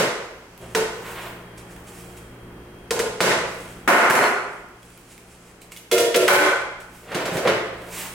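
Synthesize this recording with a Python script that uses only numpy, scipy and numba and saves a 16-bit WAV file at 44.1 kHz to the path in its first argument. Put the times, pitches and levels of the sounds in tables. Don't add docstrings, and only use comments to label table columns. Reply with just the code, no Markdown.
import sys
import numpy as np
from scipy import signal
from scipy.fft import rfft, irfft, next_fast_len
from scipy.io import wavfile
from scipy.ndimage import uniform_filter1d, minimum_filter1d
from numba import njit

SR = 44100
rng = np.random.default_rng(int(sys.argv[2]) if len(sys.argv) > 2 else 0)


def wav_record(signal):
    frames = np.transpose(np.atleast_2d(signal))
    bounded = np.clip(frames, -1, 1)
    quanta = np.round(bounded * 32767).astype(np.int16)
    wavfile.write(sys.argv[1], SR, quanta)


def field_ratio(decibels):
    return 10 ** (np.asarray(decibels, dtype=float) / 20)


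N = 358958
LEAD = 4410

# frequency in Hz, level in dB per Hz.
CRASH_COLOUR = [(53, -56), (90, -9.5), (180, -7.5), (260, -19), (448, 2), (786, -8), (896, -8),
                (2180, -10.5), (2590, -14.5), (8170, -27.5), (16000, -39.5)]


def table(rows, hz):
    f, v = np.transpose(rows)
    return np.interp(np.log(np.maximum(hz, 1)), np.log(f), v)


def noise(rows, size):
    white = rfft(rng.standard_normal(size))
    x = irfft(white * field_ratio(table(rows, np.fft.rfftfreq(size, 1 / SR))), size)
    return x / x.std()


def pair(rows, size):
    # frequency in Hz, correlation of left and right (-1 to 1).
    coherence = [(150, 1), (220, .995), (350, 0.93), (700, 0.62), (1400, 0.49), (2800, -0.16),
                 (6000, -0.091), (14000, -0.055)]
    hz = np.fft.rfftfreq(size, 1 / SR)
    like = np.clip(table(coherence, hz), -1, 1)
    white = rfft(rng.standard_normal((2, size)))
    mid, side = white * np.sqrt([1 + like, 1 - like]) * field_ratio(table(rows, hz))
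    x = irfft(np.array([mid + side, mid - side]), size)
    return x / x.std()


def walk(rate):
    hold = int(SR / rate)
    steps = np.repeat(rng.standard_normal(N // hold + 1), hold)
    return 1.3 * uniform_filter1d(uniform_filter1d(steps, hold), hold)[:N]


def add(bus, s, x):
    i = int(s * SR) + LEAD
    bus[:, i:i + x.shape[1]] += x[:, :bus.shape[1] - i]


def blow(rows, size):
    cepstrum = irfft(np.log(field_ratio(table(rows, np.fft.rfftfreq(size, 1 / SR)))), size)
    cepstrum[1:size // 2] = 2 * cepstrum[1:size // 2]
    cepstrum[size // 2 + 1:] = 0
    x = irfft(np.exp(rfft(cepstrum)), size)
    return x / np.linalg.norm(x)


def strokes(rows):
    t = np.arange(N) / SR
    return sum(field_ratio(db - 20 * np.maximum((s - t) / rise_s, (t - s) / fall_s))
               for s, db, rise_s, fall_s in rows)


def knocks(events, modes, colour, ring_s, dense_s, dense_db, near_db, crack_db, body_rise_s, top_rise_s,
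           edge_db):
    tone_hz = (480, 1200, 2700, 8000)
    bus, t = np.zeros((2, N + LEAD)), np.arange(16384) / SR
    hz, mode_db = np.transpose(modes)
    for s, force_db, body_db, treble_db in events:
        tilt = list(zip(tone_hz, (body_db, 0, 0, treble_db)))
        strength = field_ratio(mode_db + table(tilt, hz) + 1.5 * rng.standard_normal(len(hz)))
        t60 = ring_s * (hz / 500) ** -.3
        twin_hz = hz + rng.uniform(16.8, 34.7, len(hz)) * rng.choice([-1, 1], len(hz))
        waves = np.sin(2 * np.pi * np.outer(hz, t)) + 0.51 * np.sin(2 * np.pi * np.outer(twin_hz, t))
        ring = (strength / np.sqrt(t60)) @ (waves * field_ratio(-60 * t / t60[:, None]))
        ring = ring / np.linalg.norm(ring)

        shade = [(f, table(colour, f) + table(tilt, f)) for f in 40 * 2 ** np.arange(0, 9, .25)]
        cloud = noise(shade, len(t)) * field_ratio(-60 * t / dense_s)
        cloud = cloud / np.linalg.norm(cloud)
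        crack = blow(shade, len(t))
        near = ring * (1 - np.exp(-t / 0.002))
        near = near + field_ratio(dense_db) * (0.26 * field_ratio(crack_db) * crack + cloud)

        body = signal.sosfilt(signal.butter(2, 1350, fs=SR, output="sos"), near)
        edge = (near - body) * field_ratio(edge_db)
        near = body * (1 - np.exp(-t / body_rise_s)) + edge * (1 - np.exp(-(t + 1 / SR) / top_rise_s))
        far = 0.7 * ring + field_ratio(dense_db) * crack
        both = np.array([field_ratio(near_db) * near, far]) / np.linalg.norm(near)
        add(bus, s, both * field_ratio(force_db + 15.5))
    return bus


def banged_pans():
    # start in s, force in dB, body tilt in dB, treble tilt in dB.
    crashes = [(-0.03, -1, 0, 4), (3.205, 5, -1, 6), (3.211, -8, -3, -2), (3.262, -8, 1, -10),
               (3.317, -10, -3, -14), (7.116, -22, -3, -5), (7.145, -13.5, 0, 3.5), (7.254, -16, 0, 6),
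               (7.325, -24, 8, -2), (7.355, -20, 10, -6), (7.368, -16, -2, 6), (7.452, -8.5, 7, -10),
               (7.461, -8.5, 11, -9), (7.473, -6.5, -5.5, -4), (7.488, -15, -10, -4), (7.503, -18, 0, -8)]
    # wall mode in Hz, level in dB.
    crash_modes = [(387.6, -18), (452.2, -20.5), (656.8, -27), (1459, -59), (1534, -64), (1593, -41),
                   (2143, -40), (2509, -66), (2632, -72), (2988, -45)]
    bus = knocks(crashes[:5], crash_modes, CRASH_COLOUR, ring_s=0.15, dense_s=0.11, dense_db=4.5,
                 near_db=-1, crack_db=8, body_rise_s=0.0016, top_rise_s=.0001, edge_db=2.5)
    bus = bus + knocks(crashes[5:11], crash_modes, CRASH_COLOUR, ring_s=0.14, dense_s=0.09, dense_db=2.0,
                       near_db=-0.5, crack_db=-6, body_rise_s=0.0036, top_rise_s=.0008, edge_db=0.5)
    return bus + knocks(crashes[11:], crash_modes, CRASH_COLOUR, ring_s=0.4, dense_s=0.096, dense_db=5.0,
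                        near_db=0.5, crack_db=8.5, body_rise_s=0.00046, top_rise_s=0.00039, edge_db=2.0)


def loaded_pan():
    # start in s, force in dB, body tilt in dB, treble tilt in dB.
    full_blows = [
        (3.876, 6, -1, -1.5),
        (3.925, -4, -3, -6),
        (3.956, -4.5, -1, -1),
        (4.099, -6, 6.5, 7),
        (4.107, 1, -2.5, 3),
        (4.153, -6, 0, 3),
        (4.19, -8, 0, -1),
        (4.237, -7.5, -4.5, -5),
    ]
    # wall mode in Hz, level in dB.
    full_modes = [(382.2, -53), (419.9, -13.5), (613.7, -23), (726.7, -20), (1061, -32), (1276, -52),
                  (1346, -39), (1453, -23), (1728, -56), (1782, -49), (2083, -33), (4250, -48)]
    # frequency in Hz, level in dB per Hz.
    full_colour = [(53, -43), (90, -25), (117, -20), (192, -12.5), (737, -2.5), (839, -5.5), (1470, -5),
                   (2130, -9), (2900, -17.5), (3590, -25), (9930, -27.5), (16000, -36)]
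    bus = knocks(full_blows[:3], full_modes, full_colour, ring_s=0.24, dense_s=0.015, dense_db=8.5,
                 near_db=-9.0, crack_db=-12, body_rise_s=.001, top_rise_s=.002, edge_db=-1.0)
    return bus + knocks(full_blows[3:], full_modes, full_colour, ring_s=0.48, dense_s=0.036, dense_db=6.0,
                        near_db=1.1, crack_db=-6, body_rise_s=.001, top_rise_s=0.00026, edge_db=1.5)


def empty_pan():
    # start in s, force in dB, body tilt in dB, treble tilt in dB.
    empty_blows = [
        (5.913, -6, -3, 6),
        (5.923, -10.5, 1, 5),
        (5.979, -7, -3, 5),
        (6.0, -9.5, 11, 8),
        (6.143, -2, 2.5, -7),
        (6.159, -7.5, 2, 13),
        (6.208, -13, 14, -17),
        (6.279, 6.5, 3, 3.5),
        (6.327, -1.5, 8, 8.5),
        (6.385, -5, 2.5, -9),
    ]
    # wall mode in Hz, level in dB.
    empty_modes = [(372.7, -23.5), (470, -22.5), (583, -28.5), (502, -28), (659, -27.5), (820, -40),
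                   (952, -37), (1170, -63), (1375, -36.5), (1820, -43), (527, -40), (2116, -43),
                   (2600, -37), (2700, -58), (2920, -37), (3400, -35), (3811, -56), (4172, -51)]
    side_modes = [(333.8, -26), (382.2, -48), (468.3, -21.5), (581.4, -17.5), (667.5, -30), (855.9, -19),
                  (1066, -22), (1206, -29), (1453, -56), (1530, -15), (1787, -36), (2105, -23),
                  (2320, -17.5), (2519, -29), (2907, -50), (3203, -27), (3343, -28), (4172, -32)]
    # frequency in Hz, level in dB per Hz.
    empty_colour = [(53, -84), (90, -34), (278, -20), (467, -5.5), (676, -15), (753, -51), (935, -18.5),
                    (2130, -15), (2900, -15.5), (10100, -27), (16000, -32.5)]
    side_colour = [(53, -67), (90, -48), (260, -21), (376, -8), (410, -14), (581, -3), (721, -8),
                   (1510, -3.5), (4450, -20.5), (16000, -30.5)]
    bus = knocks(empty_blows[:7], empty_modes, empty_colour, ring_s=0.68, dense_s=0.069, dense_db=-4.0,
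                 near_db=-0.5, crack_db=-13, body_rise_s=.004, top_rise_s=0.0011, edge_db=1.3)
    return bus + knocks(empty_blows[7:], side_modes, side_colour, ring_s=0.3, dense_s=0.05, dense_db=1.0,
                        near_db=-2, crack_db=-8, body_rise_s=.002, top_rise_s=0.00083, edge_db=1.0)


def tray_taps():
    # start in s, force in dB, body tilt in dB (flat landing), treble tilt in dB (hard edge).
    taps = [
        (0.7487, -6.5, -1.5, 7),
        (2.907, -10.5, 3.5, 2),
        (2.963, -20.5, 10, -10),
        (2.991, -13, 0, 1.5),
        (3.0, -12.5, 6.5, -8),
        (3.058, -25.5, 1, -13),
    ]
    # wall mode in Hz, level in dB.
    rack_modes = [(384, -27), (474, -25.5), (620, -61), (920, -36), (1010, -38), (1507, -35.5), (1880, -43),
                  (2640, -53), (2780, -50), (2850, -43), (3180, -44), (4086, -64), (3900, -51), (420, -54)]
    tray_modes = [(473, -27.5), (597.5, -59), (715, -41), (930, -36), (1040, -36), (1210, -43), (1475, -38),
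                  (1660, -42), (505, -37), (2220, -45)]
    # frequency in Hz, level in dB per Hz.
    tray_colour = [(53, -18), (90, -29), (296, -27.5), (478, -3.5), (556, -12), (593, -12.5), (1110, -19.5),
                   (1440, -15.5), (3510, -21.5), (8350, -23.5), (16000, -38)]
    bus = knocks(taps[:1], rack_modes, CRASH_COLOUR, ring_s=0.41, dense_s=0.054, dense_db=1.0,
                 near_db=-0.5, crack_db=-11, body_rise_s=0.0043, top_rise_s=0.00053, edge_db=2)
    return bus + knocks(taps[1:], tray_modes, tray_colour, ring_s=0.11, dense_s=0.069, dense_db=-0.5,
                        near_db=1.5, crack_db=-6, body_rise_s=0.0025, top_rise_s=.0003, edge_db=2.5)


def rings():
    # start in s, level in dB, frequency in Hz, ring time in s, stilled after s.
    wall_rings = [(.752, -21, 440, .35, .2), (2.908, -21.5, 460, 0.14, .06), (2.997, -23, 470, 0.14, .06),
                  (3.095, -32, 470, 0.23, 0.059), (4.151, -44, 4255, 0.78, 0.37),
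                  (4.17, -30, 1477, 0.6, .3), (3.89, -28, 1152, .8, .15), (3.92, -29, 1870, .6, .12),
                  (5.917, -21.5, 470, .78, .17), (5.92, -25.5, 371, 0.77, 0.21),
                  (5.92, -29.5, 590, 0.88, .17), (5.92, -33, 668, 0.72, .18), (5.92, -34.5, 2116, 0.7, .19),
                  (5.92, -42, 1414, 0.94, .19), (6.146, -21.5, 486, 0.8, 0.21),
                  (6.146, -23.5, 371.7, 0.6, 0.17), (6.16, -26.5, 668, 0.97, .12),
                  (6.16, -30, 598, .8, 0.098), (6.16, -35, 1375, 0.88, 0.097), (6.3, -24, 374.4, 0.73, .2),
                  (6.33, -30, 585, 0.8, .22), (6.354, -18, 1522, .5, 0.079), (6.52, -32, 1515, 0.4, .22),
                  (6.4, -26.5, 383.6, .6, 0.16), (6.3, -27.5, 856, 1.2, 0.4), (6.5, -35, 1415, 0.75, .22),
                  (6.3, -31, 2315, .6, .3)]
    bus, t = np.zeros((2, N + LEAD)), np.arange(24576) / SR
    for s, db, hz, ring_s, stilled_s in wall_rings:
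        shape = field_ratio(db - 60 * t / ring_s) * (1 - np.exp(-t / 0.0065))
        shape = shape * np.exp(-np.maximum(t - stilled_s, 0) / 0.018)
        rough = .3 + hz / 2500
        waver = field_ratio(rough * 3 * walk(34)[:len(t)])
        phase = rough * walk(26)[:len(t)]
        tone = 2 * shape * waver * np.sin(2 * np.pi * hz * t + phase)
        add(bus, s, np.array([tone, 0.1 * tone]))
    return bus


def thuds():
    # start in s, level in dB, frequency in Hz, ring time in s.
    flexures = [
        (7.148, -26.5, 170, 0.067),
        (7.318, -27.5, 173, 0.075),
        (7.352, -23, 144, 0.065),
        (4.1, -24, 147, 0.053),
        (7.3, -39, 800, .3),
        (6, -34, 720, 0.17),
        (6.4, -26.5, 310, 0.26),
        (8.4, -13, 370, 0.08),
        (7.455, -14, 500, .06),
        (7.46, -19, 720, .04),
    ]
    bus, t = np.zeros((2, N + LEAD)), np.arange(8192) / SR
    for s, db, hz, ring_s in flexures:
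        boom = 2 * np.sin(2 * np.pi * hz * t) * field_ratio(db - 60 * t / ring_s) * (1 - np.exp(-t / 0.0038))
        add(bus, s, np.array([boom, 0.21 * boom]))
    return bus


def ticks():
    # start in s, peak in dB, then three ring frequencies in Hz.
    touches = [(.577, -32, 10500, 12000, 14000), (1.564, -47, 950, 3170, 7740),
               (1.764, -33, 1780, 3350, 7600), (1.874, -44, 1450, 4250, 7660),
               (1.889, -49, 970, 3170, 7150), (2.169, -36, 2080, 3200, 7850),
               (4.687, -43, 1450, 2670, 7740), (4.83, -37, 1500, 3340, 7200),
               (4.903, -37, 1570, 2580, 7260), (4.976, -35, 1440, 3140, 6800),
               (5.179, -34, 851, 2630, 7740), (5.617, -35, 2160, 4010, 7260),
               (5.72, -26, 2150, 2820, 10000), (5.764, -26, 2240, 3330, 9500),
               (5.773, -26, 2880, 3400, 9400), (6.804, -35, 1060, 2830, 7300),
               (7.819, -34, 880, 3137, 8830), (7.983, -28, 880, 3760, 7700)]
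    bus, t = np.zeros((2, N + LEAD)), np.arange(2048) / SR
    for s, peak_db, *hz in touches:
        t60 = np.array([.06, .05, .04]) * np.minimum(1, 6500 / np.array(hz)) ** 3
        waves = np.sin(2 * np.pi * np.outer(hz, t)) * field_ratio(-60 * t / t60[:, None])
        ring = np.array([.8, .8, .6]) @ waves
        click = noise([(1000, -30), (2200, 4), (5000, -7), (14000, -4)], len(t)) * field_ratio(-60 * t / 0.012)
        both = np.array([0.28 * ring + 0.85 * click, 0.07 * ring + 0.45 * click])
        add(bus, s, field_ratio(peak_db - 5) * both)
    return bus


def slides():
    # peak in s, level in dB, rise in s, fall in s, low wall level in dB.
    drags = [
        (.62, -46.5, 0.027, 0.36, 5),
        (1.065, -30.5, 0.042, 0.12, -11),
        (1.175, -31.5, 0.07, 0.17, -8),
        (1.27, -43.5, 0.08, 0.14, 1.5),
        (1.225, -40.5, .04, 0.066, -9),
        (3.68, -46, 0.092, 0.12, -10.5),
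        (7.09, -36.5, 0.047, 0.076, -2),
        (7.159, -26.5, 0.08, 0.76, 1.5),
        (7.37, -39.5, 0.055, 0.28, 14),
        (7.98, -33, 0.085, 0.27, -27),
    ]
    grit = field_ratio(1.8 * walk(60))
    upper = noise([(500, -2.5), (900, 10.0), (2200, 6.0), (3500, -0.5), (6000, -16), (16000, -19)], N)
    walls = noise([(150, -43.0), (330, -3.5), (480, -4.5), (700, -3.0), (1000, -46)], N)
    scrape = strokes([row[:4] for row in drags])
    shake = strokes([(s, db + wall_db, rise_s, fall_s) for s, db, rise_s, fall_s, wall_db in drags])
    slide = field_ratio(-7.0) * grit * (scrape * upper + shake * walls)
    return np.pad([slide, .45 * slide], ((0, 0), (LEAD, 0)))


def gloves():
    # peak in s, level in dB.
    flicks = [(.615, -51), (.95, -56), (1.22, -44), (1.58, -40), (1.874, -44), (2.176, -46), (3.606, -46),
              (5.618, -44), (5.72, -38.5), (5.77, -42), (6.804, -43.5)]
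    # peak in s, level in dB, length in s, fine dry hiss in dB.
    sweeps = [(0.71, -49, 0.56, -14), (1.1, -41.5, 0.45, -0.5), (1.268, -52.5, 0.23, 5),
              (1.72, -48.5, 0.16, -12), (1.98, -44.5, 0.62, -5), (3.537, -44.5, 0.47, -8),
              (3.71, -48.5, 0.32, -11), (4.535, -51.5, 0.33, -25), (4.853, -54.5, 0.4, -25),
              (4.957, -54, 0.27, -26), (5.12, -46.5, 0.23, -20), (5.32, -51.5, 0.35, -25),
              (5.48, -52, 0.28, -25), (6.972, -48.5, 0.4, -4), (7.144, -52, .3, -14), (7.28, -62, .4, -16),
              (7.35, -34.5, 0.13, -5), (7.787, -64, 0.28, -12), (7.939, -41, 0.07, -10),
              (7.995, -29.5, 0.34, -3.5)]
    # frequency in Hz, level in dB per Hz.
    brush_colour = [(1470, -32), (2500, 0.5), (3770, -6.5), (6200, -4.5), (7890, -1), (10000, -3),
                    (15200, -17), (16000, -10)]
    rise_share, fall_share = 0.41, 1 - 0.41
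    rubs = [(s, db, 0.0092, 0.063) for s, db in flicks]
    rubs += [(s, db, rise_share * long_s, fall_share * long_s) for s, db, long_s, _ in sweeps]
    fine = strokes([(s, db + fine_db, rise_share * long_s, fall_share * long_s)
                    for s, db, long_s, fine_db in sweeps])
    brush = strokes(rubs) * noise([(1200, -6.5)] + brush_colour[1:], N)
    brush = brush + fine * noise([(9000, -23), (12500, -1), (15500, -1)], N)
    brush = brush * field_ratio(-4.0 + 0.78 * walk(90))
    return np.pad([brush, .3 * brush], ((0, 0), (LEAD, 0)))


def kitchen(near, far, wet_db):
    # frequency in Hz, 60 dB decay time in s.
    room_t60 = [(100, 0.49), (300, 0.69), (1000, 0.94), (3000, 0.81), (8000, 0.67), (16000, 0.31)]
    t, tail = np.arange(SR) / SR, 0
    for hz in 60 * 2 ** np.arange(0, 8.1, .5):
        band = pair([(hz / 1.74, -60), (hz / 1.357, -6), (hz, 0), (hz * 1.33, -6), (hz * 1.96, -60)], SR)
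        band = band * field_ratio(-60 * t / table(room_t60, hz)) * (1 - np.exp(-t / 0.004))
        tail = tail + band * np.sqrt(hz) / np.linalg.norm(band)
    tail = tail / np.linalg.norm(tail) * field_ratio(wet_db)
    ports = np.array([[1, 0.012, 0.13, -0.063], [1, 0.18, 0, 0.0023]])
    direct = signal.fftconvolve(near[None], ports, axes=1)[:, LEAD:LEAD + N]
    return direct + signal.fftconvolve(far[None], tail, axes=1)[:, LEAD:LEAD + N]


def background():
    # start in s, air in dB, motor in dB, hiss in dB, top hiss in dB.
    shots = [
        (0, -0.5, -9.5, 12, -10),
        (0.605, 5, 1.5, 3, 1),
        (3.872, -2, -7, 12.5, -14),
        (7.08, 0.5, 1, -5, 0.1),
    ]
    # frequency in Hz, level in dB per Hz.
    air_colour = [(12, -39), (20, -7), (48, -0.5), (75, -6.5), (100, -13), (120, -10), (146, -7.5),
                  (172, -6), (301, -5), (347, -10), (377, -3), (410, -8.5), (1570, -16), (2910, -23),
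                  (3250, -24.5), (3530, -30), (16000, -41.5)]
    # frequency in Hz, level in dB.
    hum_lines = [(64.6, -56), (118.4, -52.5), (177.6, -51.5), (355.3, -55.5), (409.1, -61.5), (468.3, -59)]
    whine_lines = [(3235, -64.5), (8829, -72)]
    t, air = np.arange(N) / SR, 0
    starts, air_db, motor_db, hiss_db, top_db = np.transpose(shots)
    shot = np.searchsorted(starts, t, side="right") - 1
    for hz in 25 * 2 ** np.arange(0, 9.5, 1.):
        ratio = 2 ** np.linspace(-.9, .9, 13)
        shape = table(air_colour, ratio * hz) + 20 * np.log10(np.cos(np.log2(ratio) * np.pi / 2))
        drift_db = .9 * walk(4) + hiss_db[shot] * hz / 8000 + top_db[shot] * (hz > 10000)
        band = pair(list(zip(ratio * hz, shape)) + [(2 * hz, -120)], N)
        air = air + band * field_ratio(drift_db) * np.sqrt(hz * np.mean(field_ratio(shape) ** 2))
    motor = 0
    for hz, db in hum_lines:
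        swell = field_ratio(db + 3 + 1.6 * walk(9))
        motor = motor + swell * np.sin(2 * np.pi * hz * t + .7 * walk(5 + hz / 40))
    for hz, db in whine_lines:
        swell = field_ratio(db + 2 * walk(17))
        motor = motor + swell * np.sin(2 * np.pi * hz * t + 1.6 * walk(30))
    return air / air.std() * field_ratio(-48.5 + air_db[shot]) + motor * field_ratio(motor_db[shot])


def scene():
    # frequency in Hz, left minus right in dB.
    left_colour = [(120, -1.5), (250, 0.6), (600, -0.3), (2500, -1), (5000, -0.1), (9000, -5),
                   (13000, -1.3)]
    thin = tray_taps() + banged_pans() + loaded_pan() + empty_pan() + ticks() + slides() + gloves()
    thin = signal.sosfilt(signal.butter(3, 130, "high", fs=SR, output="sos"), thin)
    room = kitchen(*(thin + thuds() + rings()), wet_db=9.5)
    size = next_fast_len(N)
    lean = table(left_colour, np.fft.rfftfreq(size, 1 / SR)) / 2
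    room = irfft(rfft(room, size) * field_ratio([lean, -lean]), size)[:, :N]
    return room + background()


@njit
def follow(x, attack, release):
    e, y = 0., np.empty(len(x))
    for i in range(len(x)):
        e += (x[i] - e) * (attack if x[i] > e else release)
        y[i] = e
    return y


def band_limit(x):
    return signal.sosfilt(signal.butter(12, 16660, fs=SR, output="sos"), x)


def record(dry):
    dry = signal.sosfilt(signal.ellip(8, .2, 60, 15950, fs=SR, output="sos"), dry)
    env = follow(np.abs(dry).max(axis=0), 1., 1 / (.075 * SR))
    gain = np.minimum(1, field_ratio(-4.5) / (env + 1e-9)) ** 0.96
    gain = uniform_filter1d(minimum_filter1d(gain, size=120), size=60)
    ceiling = .78
    return band_limit(np.clip(dry * gain, -ceiling, ceiling))


dry = scene()
out = record(dry)
wav_record(out)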